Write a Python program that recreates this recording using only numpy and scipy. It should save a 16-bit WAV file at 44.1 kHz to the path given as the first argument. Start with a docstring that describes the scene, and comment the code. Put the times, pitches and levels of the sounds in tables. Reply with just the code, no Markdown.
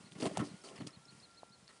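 """A lion scuffs a heavy plastic tub over gritty earth in an open enclosure, then drops and shoves it.
The hollow shell thuds, stones click under it and the rim snaps and rattles. The tub rocks and
scrapes on, shuddering as it crushes grit; after a second, paws pad softly on it and claws tick.
Behind it all a small bird repeats a tick and an arched chirp, and a thin whistle hangs far off
in the light wind."""
import sys
import numpy as np
from scipy import signal
from scipy.fft import rfft, irfft
from scipy.io import wavfile

SR = 44100
rng = np.random.default_rng(int(sys.argv[2]) if len(sys.argv) > 2 else 0)


def transcribe(u):
    """Save the signal u as a 16-bit wav file named by the first command-line argument.

    u: samples, shape (n,) or (channels, n), limited to [-1, 1]; the rate is SR.
    q: integer samples, one column per channel.
    """
    v = np.clip(np.atleast_2d(u).T, -1, 1)
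    q = np.round(v * 32767).astype(np.int16)
    wavfile.write(sys.argv[1], SR, q)


N = 79380
TIME = np.arange(N) / SR

# hits on the tub: t/s, peak level/dB, centre of the hit's colour f/Hz
TUB_HITS = [(0.001, -53.5, 175), (0.04, -50, 186), (0.061, -53.5, 170), (0.157, -42, 193),
            (0.2025, -36, 286), (0.2242, -24, 277.6), (0.2403, -27, 324), (0.2609, -29.5, 217),
            (0.269, -29.5, 328), (0.312, -42, 180), (0.337, -45.5, 257), (0.371, -36.5, 173),
            (0.382, -31, 162), (0.391, -34.5, 600), (0.397, -25, 166), (0.405, -30.5, 157),
            (0.417, -28.5, 274), (0.423, -51, 135), (0.435, -47, 120), (0.451, -42.5, 305),
            (0.482, -51, 172), (0.512, -42, 157), (0.537, -42.5, 172), (0.729, -51.5, 160),
            (0.749, -52, 169), (0.785, -44, 125), (0.8016, -46, 270), (0.8094, -34, 270),
            (0.8162, -35.5, 150), (0.8637, -43.5, 254), (0.868, -45, 125), (0.968, -45, 135.6),
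            (1.06, -56, 327), (1.085, -54, 125), (1.124, -54.5, 204), (1.146, -53, 122), (1.175, -55, 135),
            (1.202, -61.5, 187), (1.219, -55.5, 104), (1.502, -54, 154), (1.577, -56.5, 122),
            (1.624, -54, 147)]
# modes of the plastic shell: f/Hz, relative level/dB, nominal t60/s
TUB_MODES = [(106, -0.5, 0.07), (133.2, -1.5, 0.13), (168.8, -2, 0.14), (191.3, 1, 0.11),
             (255.3, -3.5, 0.082), (288.5, 2.5, 0.12), (377.4, 2, 0.1), (458, -13.5, 0.06),
             (532, -11.5, 0.15), (638, -4.5, 0.054), (1066, -7.5, 0.13), (1320, 1.5, 0.079),
             (1836, 2.5, 0.073)]
# knocks of the rim and of claws on it: t/s, ring level/dB, f/Hz, t60/s, crack level/dB
RIM_KNOCKS = [(0.227, -35.5, 640, 0.042, -56), (0.2555, -35, 644, 0.12, -30),
              (0.2651, -43, 1050, .018, -40), (0.3115, -40.5, 610, 0.038, -70),
              (0.3726, -24.5, 756, 0.011, -15), (0.4, -38, 1290, 0.023, -32), (0.406, -36, 1250, .014, -42),
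              (0.413, -41.5, 1074, .018, -47), (1.4321, -37.5, 721, 0.0064, -72),
              (1.707, -56.5, 1930, .012, -59)]
# stones clicking under the tub: t/s, level/dB, f/Hz
STONE_CLICKS = [(0.121, -40.5, 3500), (0.2037, -33, 4550), (0.2097, -32, 6300), (0.2228, -29, 2940),
                (0.2266, -29, 5070), (0.232, -41, 9100), (0.2562, -29, 3270), (0.264, -30, 6800),
                (0.27, -33, 4700), (0.379, -27, 8100), (0.4, -37, 4270), (0.4525, -67, 6260),
                (0.466, -53, 5140), (0.689, -39, 3120), (0.7799, -41, 2600), (0.8685, -39.5, 4790),
                (1.313, -49, 4740), (1.6795, -40.5, 4980)]
# drags of tub and paws: t/s, length/s, shudder level/dB, shudder f/Hz, crunch level/dB, hiss level/dB
DRAGS = [(0.0, 0.095, -65.5, 175, -65, -68), (0.11, 0.025, -57.5, 196, -67, -62.5),
         (0.148, 0.042, -62, 500, -60.5, -68.5), (0.181, 0.014, -54, 283, -77, -60.5),
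         (0.198, 0.035, -49.5, 322, -51.5, -51), (0.227, 0.031, -37.5, 453, -59, -54.5),
         (0.253, 0.021, -41, 515, -44.5, -50), (0.286, 0.066, -52.5, 350, -58, -61.5),
         (0.349, 0.036, -50.5, 664, -55, -77), (0.367, 0.0071, -53, 705, -47, -49),
         (0.389, 0.024, -45, 1010, -48, -58.5), (0.421, 0.015, -43.5, 510, -58.5, -70),
         (0.434, 0.042, -51.5, 325, -66, -57), (0.481, 0.075, -64, 334, -62, -67),
         (0.56, 0.07, -73.5, 580, -68.5, -66), (0.635, 0.067, -55.5, 630, -65, -58),
         (0.707, 0.053, -57.5, 597, -62.5, -67.5), (0.756, 0.031, -69, 428, -55, -65.5),
         (0.799, 0.022, -45.5, 365, -53.5, -70), (0.828, 0.025, -51, 215, -68, -92),
         (0.865, 0.0088, -57, 600, -56.5, -48.5), (0.882, 0.01, -58, 1320, -84, -72),
         (0.897, 0.099, -83, 397, -67.5, -96), (1.103, 0.12, -72.5, 237, -68, -68),
         (1.685, 0.029, -64.5, 1710, -67, -67), (1.723, 0.055, -79, 1180, -70, -68)]
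# EQ of the coarse crunch: f/Hz, relative level/dB
CRUNCH_EQ = [(80, 8), (300, 9), (700, 5), (1200, 4.5), (1550, -2), (1900, 4), (2400, -0.5), (3100, 1),
             (4000, -9.5), (8000, -13.5)]
# EQ of sand and pebbles: f/Hz, relative level/dB
GRIT_EQ = [(500, -61), (1500, -10), (2300, 4), (3200, 6), (3700, 3), (4700, 9.5), (5400, 6), (7500, 4),
           (9000, 8.5), (10500, -1.5)]
# bird calls: arch start t/s, arch level/dB, arch top f/Hz, tick level/dB, tick f/Hz
BIRD_CALLS = [(0.046, -64.5, 4330, -80, 5300), (0.485, -64, 4240, -67, 5240), (0.64, -59, 4640, -60, 5280),
              (0.786, -60.5, 4390, -54, 5080), (0.930, -60, 4320, -58, 5270),
              (1.078, -60.5, 4320, -56, 5290), (1.224, -58.5, 4310, -56.5, 4950),
              (1.369, -60.5, 4290, -59, 5100), (1.52, -62.5, 4400, -66.5, 5040),
              (1.669, -63, 4400, -65, 5200)]
# breakpoints of the far whistle: t/s, f/Hz, level/dB
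WHISTLE_CURVE = [(0.5, 1419, -76), (0.601, 1446, -71.5), (0.72, 1450, -90), (0.951, 1342, -75),
                 (1.02, 1339, -74), (1.088, 1406, -69.5), (1.16, 1380, -72), (1.22, 1368, -85),
                 (1.30, 1373, -68.5), (1.40, 1365, -71.5), (1.53, 1376, -71), (1.611, 1364, -82.5),
                 (1.8, 1373, -75)]
# EQ of the open air: f/Hz, relative level/dB
AIR_EQ = [(25, 13), (50, 16), (150, -6.5), (400, -2), (930, -3.5), (1300, -7), (1600, -7.5), (3200, -9.5),
          (4300, -8), (5500, -11), (9250, -10.5), (10500, -15.5)]


def tub_thuds():
    """Each hit rings the shell's modes, most of all those near its colour; the ground soon chokes them."""
    out, t = np.zeros(N), TIME[:SR // 3]
    choked_gain, choke_s, rise_cycles = from_db(-12.5), 0.0059, 0.81
    slope_db_per_octave, knee_octaves, spread_db = 30, 0.3, 2
    rings, mode_hz = tub_rings(t, t60_scale=0.91), np.array(TUB_MODES)[:, 0]
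    choke = choked_gain + (1 - choked_gain) * np.exp(-(t / choke_s) ** 2 / 2)
    for s, peak_db, contact_hz in TUB_HITS:
        colour_db = -slope_db_per_octave * np.hypot(np.log2(mode_hz / contact_hz), knee_octaves)
        mode_gains = from_db(colour_db + spread_db * rng.standard_normal(len(mode_hz)))
        attack = 1 - np.exp(-(t * contact_hz / rise_cycles) ** 2)  # softer contact, slower attack
        thud = mode_gains @ rings * choke * attack
        add(out, s, from_db(peak_db) * thud / np.abs(thud).max())
    return out


def tub_rings(t, t60_scale):
    """The shell's modes as decaying sines, one a row."""
    hz, db, t60 = np.transpose(TUB_MODES)[:, :, None]
    return from_db(db) * np.sin(2 * np.pi * hz * t) * decay(t, t60 * t60_scale)


def rim_knocks():
    """The rim gives one short ring and cracks on its first crest."""
    out, t = np.zeros(N), TIME[:SR // 10]
    attack_s = 0.0004
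    for s, db, hz, t60, crack_db in RIM_KNOCKS:
        ring = np.sin(2 * np.pi * hz * t) * decay(t, t60) * (1 - np.exp(-t / attack_s))
        add(out, s, from_db(db) * ring / np.abs(ring).max())
        add(out, s + 1 / (4 * hz), from_db(crack_db) * crack())
    return out


def crack(spike_s=0.00003, splinter_db=-22, splinter_s=0.0008):
    """A bright transient: one spike with a brief splintering tail."""
    t = TIME[:SR // 100]
    splinters = from_db(splinter_db) * rng.standard_normal(len(t)) * np.exp(-t / splinter_s)
    return butter(np.exp(-t / spike_s) + splinters, "high", hz=3000)


def stone_clicks(crack_db=-4.5):
    """Single stones click under the tub, each a crack on top of a tiny ring."""
    out = np.zeros(N)
    for s, db, hz in STONE_CLICKS:
        add(out, s, from_db(db) * stone_ring(hz))
        add(out, s, from_db(db + crack_db) * crack())
    return out


def stone_ring(hz, t60_cycles=10.7):
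    """A small stone rings for only a few cycles."""
    t = TIME[:SR // 50]
    return np.sin(2 * np.pi * hz * t) * decay(t, t60_cycles / hz)


def scrapes(attack_s=0.0057, release_s=0.0085, shudder_octaves=0.73):
    """Dragging crushes grit, which crunches, hisses and sets the tub shuddering."""
    out = np.zeros(N)
    shell = tub_rings(TIME[:SR // 3], t60_scale=0.63).sum(0)
    ringing_slips = rms_one(signal.fftconvolve(grains(), shell)[:N])
    dead_slips = grains()
    crunch = equalise(grains(), CRUNCH_EQ)
    sand = equalise(grains(per_s=12000, spread_db=2.5), GRIT_EQ)
    crackle = equalise(pebbles(), GRIT_EQ)
    for s, length, shudder_db, hz, crunch_db, hiss_db in DRAGS:
        attack = np.clip((TIME - s) / attack_s, 0, 1)
        release = np.exp(-np.maximum(TIME - s - length, 0) / release_s)
        pitched = unit_band(ringing_slips, hz, shudder_octaves)
        unpitched = from_db(-6) * unit_band(dead_slips, hz, shudder_octaves)
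        shudder = rms_one(pitched + unpitched)
        pebble_share = np.interp(hiss_db, [-64, -52], [0, 0.65])  # only hard strokes stir the pebbles
        hiss = np.sqrt(1 - pebble_share) * sand + np.sqrt(pebble_share) * crackle
        layers = from_db(shudder_db) * shudder + from_db(crunch_db) * crunch + from_db(hiss_db) * hiss
        out += attack * release * layers
    return out


def pebbles(clicks_per_s=2000):
    """A crackle of twelve pebbles, each at its own pitch; the high ones click most often."""
    out, pitches_hz = np.zeros(N), np.geomspace(2200, 10000, 12)
    for hz in pitches_hz:
        clicks = grains(per_s=clicks_per_s * hz / pitches_hz.sum(), spread_db=4)
        out += np.sqrt(hz) * signal.fftconvolve(clicks, stone_ring(hz))[:N]
    return out


def grains(per_s=5000, spread_db=3.4):
    """Grit as random clicks of uneven size."""
    sizes = from_db(spread_db * np.minimum(rng.exponential(1, N), 4)) * rng.choice([-1, 1], N)
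    return sizes * (rng.random(N) < per_s / SR)


def bird():
    """Each call is a quick falling tick, then a raspy arched chirp, bent a little differently each time."""
    out = np.zeros(N)
    tick_s, tick_lead_s, tick_fall_hz = 0.012, 0.028, 1000
    arch_s, crest_share, dip_db = 0.037, 0.47, 2.5
    rasp_hz, rasp_db, rasp_per_s = 75, 2.4, 700
    tick, arch = np.linspace(0, 1, int(tick_s * SR)), np.linspace(0, 1, int(arch_s * SR))
    swell = np.abs(np.sin(np.pi * arch))
    for s, db, top_hz, tick_db, tick_hz in BIRD_CALLS:
        rise_hz, fall_hz = np.array([420, 620]) * (1 + 0.1 * rng.standard_normal(2))
        bend_hz = np.where(arch < crest_share, rise_hz / crest_share ** 2, fall_hz / (1 - crest_share) ** 2)
        pitch = top_hz - bend_hz * (arch - crest_share) ** 2 + rasp_hz * drift(rasp_per_s)[:len(arch)]
        arch_db = db + dip_db * (1.5 - swell ** 2)  # eases off at the top
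        add(out, s, from_db(arch_db) * np.sqrt(swell) * tone(pitch))
        tick_pitch = tick_hz + tick_fall_hz * (0.5 - tick)
        add(out, s - tick_lead_s, from_db(tick_db) * np.sin(np.pi * tick) ** 2 * tone(tick_pitch))
    return out * from_db(rasp_db * drift(rasp_per_s))


def yard_reverb(x, wet_db=-19.5, t60=0.36, predelay_s=0.022):
    """Faint, dull scatter off the ground and the fence."""
    t = TIME[:SR // 2]
    tail = rng.standard_normal(len(t)) * decay(t, t60) * (t > predelay_s)
    wet = signal.fftconvolve(x, tail / np.sqrt(np.sum(tail ** 2)))[:N]
    return from_db(wet_db) * butter(wet, "low", hz=2310)


def far_whistle(waver_hz=4.3):
    """A thin whistle of nearly steady pitch that swells and fades."""
    s, hz, db = np.transpose(WHISTLE_CURVE)
    pitch = np.interp(TIME, s, hz) + waver_hz * drift(per_s=40.4)
    return np.sqrt(2) * from_db(np.interp(TIME, s, db)) * tone(pitch)


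def wind(air_db=-63, flicker_db=1, murmur_db=-74.5, gust_db=3.5):
    """A bed of open-air hiss with a soft, gusty murmur underneath."""
    air = from_db(air_db + flicker_db * drift(per_s=13.8)) * equalise(rng.standard_normal(N), AIR_EQ)
    murmur = unit_band(rng.standard_normal(N), hz=146, octaves=0.57)
    return air + from_db(murmur_db - gust_db * drift(per_s=9.7)) * murmur


def from_db(db):
    """Decibels to gain."""
    return 10 ** (np.asarray(db) / 20)


def rms_one(x):
    """Normalise to unit rms."""
    return x / np.sqrt(np.mean(x ** 2) + 1e-20)


def add(out, s, x):
    """Mix a sound in at s seconds."""
    i = max(int(s * SR), 0)
    out[i:i + len(x)] += x[:max(N - i, 0)]


def decay(t, t60):
    """An envelope that falls 60 dB in t60 seconds."""
    return np.exp(-np.log(1000) * t / t60)


def tone(hz):
    """A sine that follows a pitch curve."""
    return np.sin(2 * np.pi * np.cumsum(hz) / SR)


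def drift(per_s):
    """A random modulator gliding between values of spread 1."""
    return np.interp(TIME * per_s, np.arange(2048), rng.standard_normal(2048))


def butter(x, kind, hz, order=1):
    """A gentle low-, high- or band-pass."""
    return signal.sosfilt(signal.butter(order, hz, kind, fs=SR, output="sos"), x)


def unit_band(x, hz, octaves):
    """Band-pass so many octaves to either side of a centre; unit rms."""
    return rms_one(butter(x, "band", [hz / 2 ** octaves, hz * 2 ** octaves], order=2))


def equalise(x, curve):
    """Shape a noise with an EQ curve; unit rms."""
    hz, db = np.transpose(curve)
    bin_hz = np.maximum(np.arange(N // 2 + 1) * SR / N, 1)
    gain = from_db(np.interp(np.log(bin_hz), np.log(hz), db))
    return rms_one(irfft(rfft(x) * gain, N))


def scene():
    """Tub and bird with the yard's reverb, over the far whistle and the wind, in mono."""
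    near = tub_thuds() + rim_knocks() + stone_clicks() + scrapes() + bird()
    return (near + yard_reverb(near) + far_whistle() + wind())[None]


def record(dry, high_cut_hz=10650):
    """The microphone rolls off the deep bass; the top is cut steeply."""
    thin = butter(dry, "high", hz=107, order=3)
    return signal.sosfilt(signal.ellip(10, 0.2, 70, high_cut_hz, fs=SR, output="sos"), thin)


dry = scene()
out = record(dry)
transcribe(out)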